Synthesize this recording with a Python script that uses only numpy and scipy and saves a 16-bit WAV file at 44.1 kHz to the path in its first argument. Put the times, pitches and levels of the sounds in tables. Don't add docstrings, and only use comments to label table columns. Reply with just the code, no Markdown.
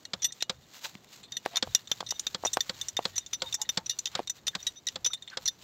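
import sys
import numpy as np
from scipy import signal
from scipy.fft import rfft, irfft, next_fast_len
from scipy.io import wavfile
from scipy.ndimage import uniform_filter1d

SR = 44100
rng = np.random.default_rng(int(sys.argv[2]) if len(sys.argv) > 2 else 0)


def master_out(mix):
    frames = np.transpose(np.atleast_2d(mix))
    ceiling = np.clip(frames, -1, 1)
    pcm = np.round(ceiling * 32767).astype(np.int16)
    wavfile.write(sys.argv[1], SR, pcm)


N = 248283
TIME = np.arange(N) / SR
HIT = TIME[:SR // 4]


def undb(db):
    return np.exp(np.asarray(db) * np.log(10) / 20)


def unit(x):
    return x / np.sqrt(np.sum(x ** 2) / (SR / 100) + 1e-18)


def add(out, s, x):
    i = max(int(s * SR), 0)
    out[i:i + len(x)] += x[:max(len(out) - i, 0)]


def noise(points, size):
    hz, db = np.transpose(points)
    padded = next_fast_len(size)
    f = np.fft.rfftfreq(padded, 1 / SR) + 1
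    gain = undb(np.interp(np.log(f), np.log(hz), db))
    gain = gain * f / (f + hz[0] / 2)
    x = irfft(rfft(rng.standard_normal(padded)) * gain, padded)[:size]
    return x / x.std()


def walk(rate):
    k = max(int(SR / rate), 2)
    steps = np.repeat(rng.standard_normal(N // k + 1), k)
    return np.sqrt(2) * uniform_filter1d(steps, k)[:N]


def swell(s, db, length):
    return undb(db) * np.exp(-((TIME - s) / length) ** 2)


def ring(modes, scatter_db, detune):
    hz, db, t60 = np.transpose(modes)[:, :, None]
    pitch, strength, grip = rng.standard_normal((3, len(hz), 1))
    phase = 2 * np.pi * (hz * (1 + detune * pitch) * HIT + rng.random(hz.shape))
    decay_s = t60 * undb(np.tanh(grip))
    level_db = db + scatter_db * strength - 60 * HIT / decay_s
    return np.sum(undb(level_db) * np.sin(phase), axis=0)


def chatter(ms, rate):
    t = HIT[:len(HIT) // 4]
    taps = (rng.random(len(t)) < rate / SR) * rng.standard_normal(len(t))
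    taps[0] = 0.31
    return taps * np.exp(-(t / (ms / 1000)) ** 2)


FIRM_DB = -28.5


def strike_point(x, levels_db):
    edges = np.array([1300, 2700, 4800, 6600, 9500, 16000])
    centres = [2000, 3600, 5800, 7400, 11000]
    size = 2 * len(x)
    f, spectrum = np.fft.rfftfreq(size, 1 / SR), rfft(unit(x), size)
    power = np.abs(spectrum) ** 2 / (size * SR / 200)
    family_power = np.histogram(f, edges, weights=power)[0]
    force_db = np.mean(levels_db[1:])
    overtones_db = force_db - 12.5 + (force_db - FIRM_DB) / 2
    gain_db = np.append(levels_db, overtones_db) - 10 * np.log10(family_power)
    return irfft(spectrum * undb(np.interp(f, centres, gain_db)), size)[:len(x)]


STROKE_S = 0.39


def stroke_share(s):
    landings = [row[0] for row in STOPS]
    landings = [landings[0] - STROKE_S, *landings, landings[-1] + STROKE_S]
    return np.interp(s, landings, np.arange(len(landings))) % 1


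# [stroke share, level near 2 kHz/dB, level near 7.5 kHz/dB], both relative to the blow
CONTACT = [(0.21, -21.5, -21), (0.34, -19.5, -10.5), (0.56, -22.5, -4.5), (0.77, -14, -15.5)]


def colour(s, db, ping_db):
    shares, low, high = np.transpose(CONTACT)
    share = stroke_share(s)
    low_db, high_db = np.interp(share, shares, low), np.interp(share, shares, high)
    return db + np.array([low_db, min(-ping_db, 0), min(ping_db, 0), high_db])


# [lowest f/Hz, highest f/Hz]
LINK_HZ = (2477, 7860)
LINK_T60_S = 0.014


def links(count):
    partials = [(hz, 0, LINK_T60_S) for hz in rng.uniform(*LINK_HZ, count)]
    return ring(partials, scatter_db=11.5, detune=0)


# [t/s, base level/dB, 6 kHz ping over 4 kHz clack/dB, chatter/ms]
HANDLE_BLOWS = [(0.0516, -37.5, -9, 2.7), (0.22, -27.5, 11, 17), (0.243, -20.5, 6, 14),
                (0.322, -41.5, 3.5, 2), (0.405, -36.5, -16, 12), (0.4226, -25, -6, 4.7),
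                (1.231, -40.5, -26, 30), (1.32, -38, -1.5, 4.6), (1.3678, -30.5, -1.5, 0.67),
                (1.5577, -29.5, -2.5, 2.4), (1.569, -24.5, -1.5, 2.6), (1.7485, -17.5, 6, 2.9),
                (1.873, -43.5, -7, 5.5), (1.9147, -25, -2.5, 3.6), (2.0632, -38.5, -6, 15),
                (2.087, -37.5, 8, 8.1), (2.106, -26, 8.5, 6.9), (2.195, -31, 7, 2.2),
                (2.267, -27.5, -4.5, 2.9), (2.4497, -24.5, 29, 9.9), (2.4648, -30, -4.5, 9.7),
                (2.531, -27.5, 7, 12.3), (2.606, -25, -3.5, 3.3), (2.8118, -32, -1, 3.6),
                (2.8842, -31, 12.5, 4.3), (2.967, -26.5, -7, 4.1), (3.1572, -30, 12, 11),
                (3.18, -25.5, 9.5, 0.54), (3.262, -43.5, 5, 1.1), (3.3302, -27.5, 4.5, 17),
                (3.5248, -32, -5.5, 5.9), (3.541, -23.5, 15, 10.6), (3.615, -27.5, 7.5, 2),
                (3.6903, -25.5, 2, 6.6), (3.86, -33, 13.5, 13), (3.895, -26.5, 2.5, 18),
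                (3.987, -30, 11, 4.6), (4.056, -29.5, 1.5, 3.6), (4.0692, -35.5, -3, 5.8),
                (4.273, -35, -6, 4.9), (4.2961, -28, 8.5, 7.5), (4.4678, -30.5, 2, 3.2),
                (4.4778, -27, -2.5, 5.5), (4.627, -40, 21, 5.7), (4.667, -24, -6.5, 15),
                (4.8681, -29, 2, 7.9), (4.8852, -32, 1, 3.9), (5.0452, -26, 2, 7.6),
                (5.06, -21, 10.5, 15.8), (5.1325, -28, -17, 15.2), (5.223, -42, -15, 4.4),
                (5.2761, -39.5, -27, 15), (5.299, -50, -3, 4.9), (5.456, -26, 13, 19),
                (5.4766, -23.5, 3, 11)]
# [f/Hz, relative level/dB, t60/s]
BAR_MODES = [(1902, -8, 0.025), (2870, -24.5, 0.11), (3617, 2, 0.039), (3787, -6, 0.028), (4180, -8, 0.018),
             (5954, 3, 0.036), (5810, 3.5, 0.0083), (7180, -2, 0.0066), (8600, -17, 0.042),
             (11845, -18.5, 0.037)]
# [f/Hz, relative level/dB]
CLINK_CRACK = [(100, -28), (1500, -10), (3700, -5), (5000, -9), (7200, 11.5), (8300, -22), (9600, -53),
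               (15500, -38)]
SEAT_S = 0.00084
LINK_DB = -9.5


def handle():
    out = np.zeros(N)
    seating = 1 - np.exp(-HIT / SEAT_S)
    for s, db, ping_db, ms in HANDLE_BLOWS:
        bar = unit(ring(BAR_MODES, scatter_db=8.5, detune=0.012))
        steel = bar + undb(LINK_DB) * unit(links(count=7))
        modes = signal.fftconvolve(steel, chatter(ms, rate=1500))[:len(HIT)]
        crack = noise(CLINK_CRACK, len(HIT)) * np.exp(-HIT / 0.0067)
        blow = (unit(modes) + undb(-6.5) * unit(crack)) * seating
        add(out, s, strike_point(blow, colour(s, db, ping_db)))
    return out


# [f/Hz, relative level/dB, t60/s]
SINGING_MODES = [(3680, -26.5, 0.086), (5950, -26.5, 0.16)]
# [t/s, lower mode level/dB, upper mode over lower/dB]
SLIDES = [(0.295, -50, -12), (1.35, -46.5, -13), (2.163, -49, -7), (3.215, -54, -8), (3.477, -41, -33),
          (4.604, -48, -17), (4.777, -51.5, 2.5), (5.12, -50.5, 5)]
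SLIDE_S = 0.014
SING_WAVER = 0.014


def singing():
    out = 0
    for upper, (hz, mode_db, t60) in enumerate(SINGING_MODES):
        force = sum(swell(s, db + upper * upper_db, SLIDE_S) for s, db, upper_db in SLIDES)
        for s, db, ping_db, ms in HANDLE_BLOWS:
            looseness = ms / 7
            level_db = colour(s, db, ping_db)[1 + upper] + mode_db
            add(force, s, looseness * undb(level_db - 60 * HIT / t60))
        phase = 2 * np.pi * np.cumsum(hz * (1 + SING_WAVER * walk(990))) / SR
        out = out + force * undb(2 * walk(200)) * np.sin(phase)
    return np.sqrt(2) * out


# [t/s, level/dB]
RUB = [(.3, -62), (.6, -69.5), (1.4, -61), (3.5, -56.5), (4.4, -61)]


def effort_db():
    return np.interp(TIME, *np.transpose(RUB))


RATTLE_DB = 4


def rattle(count):
    out = np.zeros(N)
    for s in rng.random(count) * TIME[-1]:
        bar = ring(BAR_MODES[:5], scatter_db=9, detune=0.016)
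        touch = signal.fftconvolve(bar, chatter(13.4, rate=2100))
        add(out, s, undb(2 * rng.standard_normal()) * unit(touch))
    return out * undb(effort_db() + RATTLE_DB)


def contact(ms, rise_s, tail_db, tail_s):
    rise = 1 - np.exp(-HIT / rise_s)
    grind = np.exp(-(HIT / (ms / 1000)) ** 2)
    return rise * (grind + undb(tail_db) * np.exp(-HIT / tail_s))


# [t/s, clack level/dB]
STOPS = [(0.1336, -29.5), (0.4951, -27.5), (1.6247, -25), (2.004, -35.5), (2.345, -30), (2.694, -29.5),
         (3.0523, -26), (3.419, -28), (3.7726, -25), (4.151, -28), (4.5503, -30), (4.957, -33.5),
         (5.3708, -31)]
# [f/Hz, relative level/dB, t60/s]
BODY_MODES = [(185.6, -14.5, 0.049), (521.5, -13.5, 0.065)]
# [f/Hz, relative level/dB]
STOP_CRACK = [(100, -5), (800, 3), (2900, 2.5), (3400, 13), (4400, 11.5), (6400, -1), (7400, 3.5),
              (9500, -28.5), (13500, -24.5)]
THUD_DB = -6.5


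def stops():
    out = np.zeros(N)
    below, above = (signal.butter(3, 1500, side, fs=SR, output="sos") for side in ("low", "high"))
    for s, db in STOPS:
        modes = unit(ring(BODY_MODES, scatter_db=4.5, detune=0.0032) * (1 - np.exp(-HIT / 0.0048)))
        clack = noise(STOP_CRACK, len(HIT)) * contact(4.06, rise_s=0.0077, tail_db=-7.5, tail_s=0.0048)
        thud = noise(STOP_CRACK, len(HIT)) * contact(11.5, rise_s=0.00047, tail_db=-7.5, tail_s=0.017)
        hollow = unit(thud) + undb(-15.5) * modes
        shudder = noise(SOIL, len(HIT)) * np.sin(np.pi * HIT / HIT[-1]) * np.exp(-HIT / 0.079)
        add(out, s, undb(db) * unit(signal.sosfilt(above, clack)))
        add(out, s, undb(db + THUD_DB) * unit(signal.sosfilt(below, hollow)))
        add(out, s, undb(-51.5) * shudder)
    return out


# [t/s, level/dB, f/Hz, half length/s, glide/octaves per half length]
SQUEAKS = [(0.856, -48, 910, 0.015, 0), (1.55, -48.5, 709, 0.025, 0), (3.452, -51, 932, 0.027, -0.016),
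           (3.611, -49, 860, 0.023, 0.02), (3.802, -58, 881, 0.026, 0.06),
           (4.545, -47, 1670, 0.0093, -0.095), (5.108, -48.5, 1320, 0.0055, 0.086),
           (5.337, -52.5, 1550, 0.022, -0.069)]
SQUEAK_WAVER = 0.06


def squeaks():
    waver, rasp, out = 1 + SQUEAK_WAVER * walk(1500), undb(3.9 * walk(620)), 0
    for s, db, hz, length, glide in SQUEAKS:
        pitch = waver * hz * 2 ** (glide * np.clip((TIME - s) / length, -2, 2))
        phase = 2 * np.pi * np.cumsum(pitch) / SR
        tone = np.sin(phase) + undb(-19.0) * np.sin(2 * phase)
        out = out + swell(s, db, length) * tone
    return np.sqrt(2) * rasp * out


# [t/s, swing peak level/dB, f/Hz, tick peak level/dB]
POPS = [(0.952, -35.5, 195, -33), (1.4608, -16, 690, -18), (1.6285, -27.5, 225, -51),
        (1.6737, -29, 710, -63), (2.007, -24, 866, -31), (2.028, -27.5, 794, -45),
        (2.1228, -27.5, 840, -29), (2.437, -20.5, 720, -46), (2.45, -19, 770, -21.5),
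        (2.4581, -17.5, 734, -26), (2.5711, -12, 760, -13), (2.991, -14, 720, -30),
        (4.1925, -16.5, 736, -29), (4.2004, -23, 454, -44)]
POP_LOW_HZ = 148


def pops():
    out = np.zeros(N)
    for s, db, hz, tick_db in POPS:
        cycles = hz * HIT
        envelope = np.exp(-((cycles - .62) / 0.49) ** 2) + 0.15 * cycles * np.exp(1 - cycles / 0.92)
        swing = -np.sin(2 * np.pi * cycles) * envelope
        band = signal.butter(2, [hz / 2, hz * 1.48], "band", fs=SR, output="sos")
        tail = signal.sosfilt(band, rng.standard_normal(len(HIT))) * np.exp(-HIT / 0.011)
        tick = noise(SCUFF_SPECTRUM, len(HIT)) * np.exp(-HIT / 0.0014)
        add(out, s, undb(db) * (swing / np.abs(swing).max() + undb(-10) * tail))
        add(out, s, undb(tick_db) * tick / np.abs(tick).max())
    return signal.sosfilt(signal.butter(1, POP_LOW_HZ, "high", fs=SR, output="sos"), out)


# [t/s, level/dB]
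RUSTLE = [(.68, -67), (.76, -47.5), (.81, -57.5), (.848, -37), (.88, -51.5), (1.08, -76), (1.13, -49),
          (1.17, -62.5)]
# [t/s, level/dB, half length/s]
SCUFFS = [(0.851, -37.5, 0.007), (1.456, -42, 0.0063), (1.56, -45, 0.028), (2.573, -38, 0.0046),
          (2.983, -46, 0.0099), (4.169, -49.5, 0.047), (5.332, -57.5, 0.033)]
# [t/s, level/dB]
SNAPS = [(1.045, -45.5), (1.162, -46)]
# [f/Hz, relative level/dB]
CLOTH_SPECTRUM = [(200, -14), (900, -3), (2400, -3.5), (4100, 1.5), (5200, -4), (7200, -1.5), (9700, -26.5),
                  (12500, -12.5)]
SCUFF_SPECTRUM = [(300, -23), (950, -2.5), (2600, -4), (4200, -7), (10000, -31.5)]
RUB_UNREST_DB = 6


def clothes():
    brush = undb(np.interp(TIME, *np.transpose(RUSTLE), left=-np.inf, right=-np.inf))
    rub = undb(effort_db() + RUB_UNREST_DB * np.tanh(walk(20)))
    scuff = noise(SCUFF_SPECTRUM, N) * sum(swell(*row) for row in SCUFFS) * undb(2.6 * walk(500))
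    cloth = noise(CLOTH_SPECTRUM, N) * np.hypot(brush, rub)
    out = (cloth + scuff) * undb(2 * walk(500))
    for s, db in SNAPS:
        add(out, s, undb(db) * noise(CLOTH_SPECTRUM, len(HIT)) * np.exp(-HIT / 0.0019))
    return out


# [f/Hz, relative level/dB]
FIELD = [(40, -71), (115, 11), (800, -1), (4000, -18), (9500, -41)]
SOIL = [(35, 4.5), (110, 9.5), (700, -48)]
# [t/s, level/dB]
RUMBLE = [(1.3, -75), (2.5, -64.5), (3.7, -66.5), (4.0, -70)]
# [t/s, level/dB]
SOIL_THUMPS = [(0.57, -55.5), (1.69, -49)]
THUMP_S = 0.027
FIELD_DB = -63.5


def field():
    unrest_db = 3.5 * np.tanh(walk(11))
    rumble = undb(np.interp(TIME, *np.transpose(RUMBLE)) + unrest_db)
    thumps = sum(swell(s, db, THUMP_S) for s, db in SOIL_THUMPS)
    air = noise(FIELD, N) * undb(FIELD_DB + unrest_db / 2)
    return air + noise(SOIL, N) * (rumble + thumps)


def scene():
    steel = handle() + singing() + rattle(count=60) + stops()
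    return (steel + squeaks() + pops() + clothes() + field())[None]


TOP_HZ = 15600


def record(dry):
    thinned = signal.sosfilt(signal.butter(2, 42, "high", fs=SR, output="sos"), dry)
    return signal.sosfilt(signal.ellip(8, .2, 70, TOP_HZ, fs=SR, output="sos"), thinned)


dry = scene()
out = record(dry)
master_out(out)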